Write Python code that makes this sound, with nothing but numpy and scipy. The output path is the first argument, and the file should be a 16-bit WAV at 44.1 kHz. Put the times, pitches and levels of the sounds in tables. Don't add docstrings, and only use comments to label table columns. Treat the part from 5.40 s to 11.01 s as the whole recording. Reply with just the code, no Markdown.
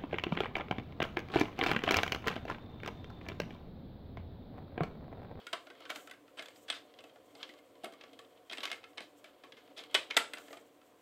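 import sys
import numpy as np
from scipy import signal
from scipy.fft import rfft, irfft, next_fast_len
from scipy.io import wavfile
from scipy.ndimage import uniform_filter1d, map_coordinates

SR = 44100
rng = np.random.default_rng(int(sys.argv[2]) if len(sys.argv) > 2 else 0)


def persist_wave(psi):
    counts = np.round(np.clip(psi, -1, 1) * 32767).astype(np.int16)
    wavfile.write(sys.argv[1], SR, np.atleast_2d(counts).T)


def voltage_ratio(level):
    return 10 ** (np.asarray(level, float) / 20)


N = 247621
SIZE, LEAD = 16384, 256


def case():
    return snaps() + catches() + ticks() + knocks() + taps() + rattles() + scuffs()


# [start_s, level_db, push_db, pitch_hz]
SNAPS = [(0.9854, -43, -6, 3090), (0.9926, -31.5, -13, 2108), (1.5382, -51.5, -44, 3220),
         (1.5878, -45.5, -6, 2960), (1.6945, -56, -17, 3100), (2.0287, -31.5, -23, 3200),
         (2.0344, -48, -20, 3170), (2.0911, -44.5, -3, 1980), (2.6099, -43, -10, 2160),
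         (2.637, -45.5, -4.5, 1147), (2.814, -59, -7, 3240), (2.8464, -56, -17, 3160),
         (2.9736, -59, -8, 3080), (3.0972, -37, -14, 3170), (3.2044, -36, -14, 3800),
         (3.2744, -35, -12, 2120), (3.431, -54, 2, 2370), (3.532, -59, -5, 1130),
         (3.5795, -31.5, -12.5, 2190), (4.121, -43, -35, 3290), (4.3895, -40, -21, 3400),
         (4.5481, -13.5, -16, 2960), (4.7078, -26.5, -18.5, 2400)]


def snaps():
    return struck(*columns(SNAPS), lid_db=-12.5, edge_db=-28, chatter_s=0.0029)


# [start_s, level_db, push_db, pitch_hz]
CATCHES = [
    (4.5111, -50, -8, 3130),
    (4.5438, -20, -11.5, 3290),
    (4.7669, -14.5, -8.5, 3496),
    (4.552, -24, -24, 1500),
]


def catches():
    return struck(*columns(CATCHES), lid_db=-12, edge_db=-8, chatter_s=0.002)


# [start_s, level_db, push_db, pitch_hz]
TICKS = [(0.0673, -36, -14, 1440), (0.351, -56.5, -11, 1860), (0.5012, -29.5, -8, 2265),
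         (0.5585, -34.5, -8, 1370), (1.0834, -43.5, -8, 2140), (1.1588, -52.5, -27, 5010),
         (1.951, -47.5, -2, 4580), (2.137, -50.5, -5, 1130), (2.3534, -57.5, -2, 980),
         (2.5354, -49, -4, 1180), (2.7312, -51, -4, 3100), (4.4366, -43.5, -26, 3220),
         (1.3002, -22.5, -15.5, 3310), (5.1398, -51, 2, 1280), (5.1681, -55.5, 8, 2280)]


def ticks():
    return struck(*columns(TICKS), lid_db=-13.5, edge_db=-11.5, chatter_s=0.0025)


# [start_s, level_db, push_db, pitch_hz]
KNOCKS = [(0.129, -30.5, -13.5, 1500), (0.4034, -51.5, 3.5, 1360), (0.6725, -44, -3.5, 1322),
          (0.6963, -48.5, -4, 2980), (0.711, -41, -16, 1960), (1.0226, -43, -18, 3300),
          (1.057, -44.5, -9, 3400), (1.6044, -52.5, -9, 2550), (1.6387, -49.5, 2.5, 2610),
          (2.1869, -56.5, -10, 2100), (2.435, -47, 15, 2820), (2.4427, -35.5, -7, 3230),
          (2.455, -44, 7, 2560), (2.5222, -53, 6, 3180), (2.7901, -44, -8, 3120),
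          (3.8419, -46.5, -4.5, 2300), (4.7712, -15.5, -22.5, 1930), (4.9345, -31.5, -15, 2040),
          (4.9826, -43, -5, 1380), (5.0821, -50, 1, 1760), (5.129, -42.5, -1.5, 1220),
          (5.1707, -47.5, -7.5, 2450)]


def knocks():
    return struck(*columns(KNOCKS), lid_db=-4, edge_db=-9, chatter_s=0.0029)


# [start_s, level_db, push_db, pitch_hz]
TAPS = [(0.1315, -28, -6, 3100), (0.2685, -46.5, 0.5, 1403), (0.301, -46, -2, 1570),
        (0.4519, -43, -12, 1543), (0.5095, -39, -20, 1530), (0.7354, -51.5, -6, 1640),
        (0.8784, -57.5, -2, 1314), (1.3236, -36, -14, 2640), (1.7579, -56.5, 8.5, 1420),
        (3.111, -39, -5, 3190), (3.3006, -39, -9, 2900), (3.4395, -43.5, -24, 2510),
        (4.036, -47, -0.5, 1107), (4.2763, -57, -1, 1050), (4.9703, -43, -5, 2610),
        (5.1053, -51, 8.5, 1940), (5.4142, -58.5, -7, 1324)]


def taps():
    return struck(*columns(TAPS), lid_db=-3, edge_db=-20, chatter_s=0.0035)


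# [start_s, level_db, push_db, pitch_hz]
RATTLES = [
    (3.1226, -34.5, -13, 3290),
    (3.1304, -32, -16, 2140),
    (3.172, -37, -17, 2650),
    (3.1813, -33, -8.5, 3190),
    (3.2342, -31, -23, 2900),
    (3.239, -33, -20, 3870),
    (3.253, -26, -20, 2160),
    (3.3148, -27.5, -17, 2130),
    (3.3283, -34, -11.5, 2160),
    (3.6045, -38.5, -3, 2140),
]


def rattles():
    return struck(*columns(RATTLES), lid_db=-10.5, edge_db=-15.5, chatter_s=0.0025)


# [start_s, level_db, lid_db, pitch_hz, chatter_s]
SCUFFS = [(0.494, -43.5, 11.5, 1500, 0.0083), (0.549, -48, 2, 1370, 0.0082), (0.97, -41, -2.5, 2160, 0.026),
          (1.28, -39.5, -3, 3320, 0.013), (3.231, -33, -12, 1130, 0.0038), (3.573, -42, -6, 3760, 0.0061),
          (4.362, -48.5, -5, 3260, 0.02), (4.368, -42, -19, 3320, 0.025),
          (4.377, -42.5, -20.5, 5200, 0.0049), (4.702, -40.5, -2.5, 1395, 0.0046),
          (4.743, -43.5, 1.5, 3400, .003), (4.7658, -32, 7.5, 3330, 0.001), (3.844, -55.5, -2, 2980, 0.026),
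          (4.038, -56, -5, 2380, 0.024), (0.454, -52, 2, 3030, 0.009), (3.614, -48.5, -17, 3900, 0.018),
          (4.166, -52.5, -2.5, 2100, 0.016), (4.402, -47.5, -12, 3400, .006), (1.335, -43, -11, 4200, .025)]


def scuffs():
    start_s, level_db, lid_db, pitch_hz, chatter_s = columns(SCUFFS)
    return struck(start_s, level_db, -9, pitch_hz, lid_db, edge_db=-16, chatter_s=chatter_s)


def struck(start_s, level_db, push_db, pitch_hz, lid_db, edge_db, chatter_s):
    f = np.fft.rfftfreq(SIZE, 1 / SR)
    force = chatter(len(start_s), chatter_s)

    def near(width):
        return 1j * f * width / (pitch_hz ** 2 - f * f + 1j * f * width)

    body = panels(force, f, near(width=1400))
    body = body + voltage_ratio(lid_db) * lid(force, f)
    body = body + voltage_ratio(push_db + 2) * hollow(force, f)
    body = body + voltage_ratio(edge_db) * edges(force, f)
    free = voltage_ratio(-5.5) * level(force * near(width=45 * (pitch_hz / 2100) ** 1.4) * near(width=300))
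    wet = walls(body + 0.18 * free, f, delay_s=chatter_s + 0.0045)
    sound = np.roll(irfft(body + free + voltage_ratio(-7.5) * wet, SIZE), LEAD, axis=1)
    at = np.round(start_s * SR).astype(int) + np.arange(SIZE)
    return np.bincount(at.ravel(), (voltage_ratio(level_db - 4) * sound).ravel(), N + SIZE)[LEAD:N + LEAD]


def chatter(count, chatter_s):
    t = np.arange(SIZE // 4) / SR
    u = t / np.clip(chatter_s, 5e-4, 0.03)
    shape = (count, len(t))
    jolts = rng.standard_normal(shape) * voltage_ratio(3 * rng.standard_normal(shape))
    force = rfft(jolts * (1 - np.exp(-u * 3)) * np.exp(-u), SIZE)
    return force / smoothed(force, size=240)


# [pitch_hz, width_hz, level_db]
PANEL = [(1980, 100, -4.5), (2160, 55, 10), (2610, 200, -8.5), (2960, 36, 2), (3220, 306, -2),
         (3290, 86, 3.5), (3550, 63, -9.5), (4370, 255, -7), (4780, 130, -25)]


def panels(force, f, near):
    driven = force * above(f, 1550) * below(f, 4200) ** 2 * (1.1 + near)
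    return level(driven * (grip(PANEL, force, f) + 0.97))


# [pitch_hz, width_hz, level_db]
LID = [(1027, 200, -8.5), (1130, 29, 4.5), (1337, 33, 0), (1500, 70, 2), (1750, 50, -7)]


def lid(force, f):
    return level(force * above(f, 800) * below(f, 1860) * (grip(LID, force, f) + 0.25))


# [pitch_hz, width_hz, level_db]
HOLLOW = [(291.6, 93, -1), (405, 126, -2), (460.4, 55, 4), (652, 98, 4.5), (868, 55, 2)]


def hollow(force, f):
    return level(force * grip(HOLLOW, force, f) / (1 + 1j * f / 900) ** 2)


# [pitch_hz, width_hz, level_db]
EDGE = [(5200, 590, -1), (5880, 840, -1.5), (7530, 1900, 9), (7920, 860, 14), (10670, 2900, -5),
        (14360, 2100, -9.5)]


def edges(force, f):
    return level(force * grip(EDGE, force, f) * above(f, 4000))


def grip(table, force, f):
    return voltage_ratio(2.6 * rng.standard_normal((len(force), len(table)))) @ modes(table, f)


# [pitch_hz, level_db]
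WALLS = [(300, 1), (1000, 0), (1600, 2.5), (3300, -2.5), (6000, -3), (9000, -0.5)]


def walls(spectra, f, delay_s):
    evened = smoothed(spectra, size=45) * voltage_ratio(along(WALLS, f))
    return evened * rfft(tails(len(spectra)), SIZE) * np.exp(-2j * np.pi * f * delay_s)


# [pitch_hz, fade_s]
ROOM = [(250, 0.32), (700, 0.32), (2000, 0.24), (4000, 0.28), (9000, 0.26), (15000, 0.11)]


def tails(count):
    hz, t, z = signal.stft(rng.standard_normal((count, SIZE * 3 // 4)), SR, nperseg=256)
    tail = signal.istft(z * voltage_ratio(-60 * t / along(ROOM, hz)[:, None]), SR, nperseg=256)[1]
    tail = tail * (1 - np.exp(-np.arange(tail.shape[1]) / SR / 0.001))
    return tail / np.linalg.norm(tail, axis=1, keepdims=True)


def port(x):
    return signal.sosfilt(signal.butter(3, 200, "high", fs=SR, output="sos"), x)


# [pitch_hz, level_db]
RUB = [(500, -31), (900, 0.5), (1400, 1.5), (2100, -14), (3200, -3.5), (4200, -9), (5500, -15.5),
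       (8000, -43)]
# [pitch_hz, level_db]
SKIN = [(3500, -18.5), (5500, 2), (8000, 8), (10000, -4.5), (13000, 2.5), (15700, -2), (16000, -65.5)]


def fingers():
    grains = rng.standard_normal(N) * voltage_ratio(1.64 * wobble(170) + 3.8 * wobble(35))
    rub = shaped(grains, lambda f: voltage_ratio(along(RUB, f)) * (0.38 + np.abs(modes(PANEL, f).sum(axis=0))))
    hiss = shaped(rng.standard_normal(N) * voltage_ratio(2.7 * wobble(43)), lambda f: voltage_ratio(along(SKIN, f)))
    return voltage_ratio(pressure() - 4.5) * rub + voltage_ratio(-8) * gliding() * hiss


# [start_s, level_db]
SLIDE = [(0.0, -55), (0.12, -73), (0.58, -55.5), (0.78, -77), (1.1, -65.5), (1.83, -69.5), (2.05, -54.5),
         (2.3, -75), (2.64, -63), (2.87, -70), (3.16, -74.5), (3.27, -49), (3.37, -75.5), (4.42, -66.5),
         (4.61, -51), (4.76, -68), (5.08, -58), (5.4, -84.5)]


def pressure():
    s, db = np.transpose(SLIDE)
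    return np.interp(np.arange(N) / SR, s, db)


# [middle_s, level_db, half_length_s]
STROKES = [
    (0.59, -56.5, 0.076),
    (1.17, -66, .12),
    (2.042, -72, 0.14),
    (3.25, -64, 0.11),
    (3.67, -82, 0.12),
    (4.6, -65, 0.074),
    (5.07, -63, .14),
    (3.79, -73, 0.033),
    (5.464, -68.5, 0.027),
]


def gliding():
    t = np.arange(N) / SR
    holding = voltage_ratio(-74)
    return holding + sum(voltage_ratio(db) * np.exp(-((t - s) / half) ** 2) for s, db, half in STROKES)


# [pitch_hz, width_hz, level_db]
HUM = [(111.3, 2.3, -14.5), (290.2, 15.8, -7.5), (379.6, 15, -14), (456, 17, -7), (529, 25, -9.5),
       (598.3, 23, -10.5), (737, 22.4, -9)]
# [pitch_hz, level_db]
AIR = [(15, -58.5), (25, -29.5), (108, -12), (166, -16), (285, -2.5), (394, -6.5), (503, -5), (734, -9),
       (840, -15), (1020, -8), (1330, -16), (3340, -20.5), (5880, -31), (14000, -32.5), (16000, -33)]


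def room_air():
    def fan_colour(f):
        return modes(HUM, f).sum(axis=0) / (1 + (f / 900) ** 4) / (1 + (90 / (f + 1)) ** 4)

    def air_colour(f):
        return voltage_ratio(along(AIR, f)) * (1 + 0.7 * np.exp(-((f - 14000) / 600) ** 2))

    hum = shaped(rng.standard_normal(N), fan_colour)
    floor = shaped(rng.standard_normal(N), air_colour)
    return voltage_ratio(stirring() - 3.5 + 0.62 * wobble(18)) * hum + voltage_ratio(-66.5) * floor


def stirring():
    inertia_s, rise_per_db = 0.23, 0.31
    slow_db = uniform_filter1d(pressure(), round(inertia_s * SR))
    return -59.5 + rise_per_db * (slow_db - slow_db.mean())


def columns(rows):
    return np.transpose(rows)[:, :, None]


def unit(x):
    return x / np.sqrt(np.mean(x ** 2) + 1e-20)


def level(spectra):
    power = uniform_filter1d(irfft(spectra, SIZE) ** 2, size=88, axis=1)
    return spectra / np.sqrt(2 * np.abs(power).max(axis=1, keepdims=True))


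def smoothed(spectra, size):
    return np.sqrt(np.abs(uniform_filter1d(np.abs(spectra) ** 2, size=size, axis=1)) + 1e-20)


def above(f, hz):
    return (1j * f / (hz + 1j * f)) ** 2


def below(f, hz):
    return hz * hz / (hz * hz - f * f + 1.1j * f * hz)


def along(points, hz):
    f, v = np.transpose(points)
    return np.interp(np.log(hz + 1), np.log(f + 1), v)


def wobble(rate):
    return map_coordinates(rng.standard_normal(int(N * rate / SR) + 4), [np.arange(N) * rate / SR])


def modes(table, f):
    hz, width, db = columns(table)
    sign = (-1.) ** np.arange(len(table))[:, None]
    return sign * voltage_ratio(db) * 1j * f * width / (hz * hz - f * f + 1j * f * width)


def shaped(x, gain):
    m = next_fast_len(N + 8192)
    return unit(irfft(rfft(x, m) * gain(np.fft.rfftfreq(m, 1 / SR)), m)[:N])


def scene():
    return (port(case()) + fingers() + room_air())[None]


def band_limit(x):
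    return signal.sosfilt(signal.butter(12, 16500, fs=SR, output="sos"), x)


def record(dry):
    kept = signal.sosfilt(signal.ellip(10, 0.3, 40, 15850, fs=SR, output="sos"), dry)
    return band_limit(kept)


dry = scene()
out = record(dry)
persist_wave(out)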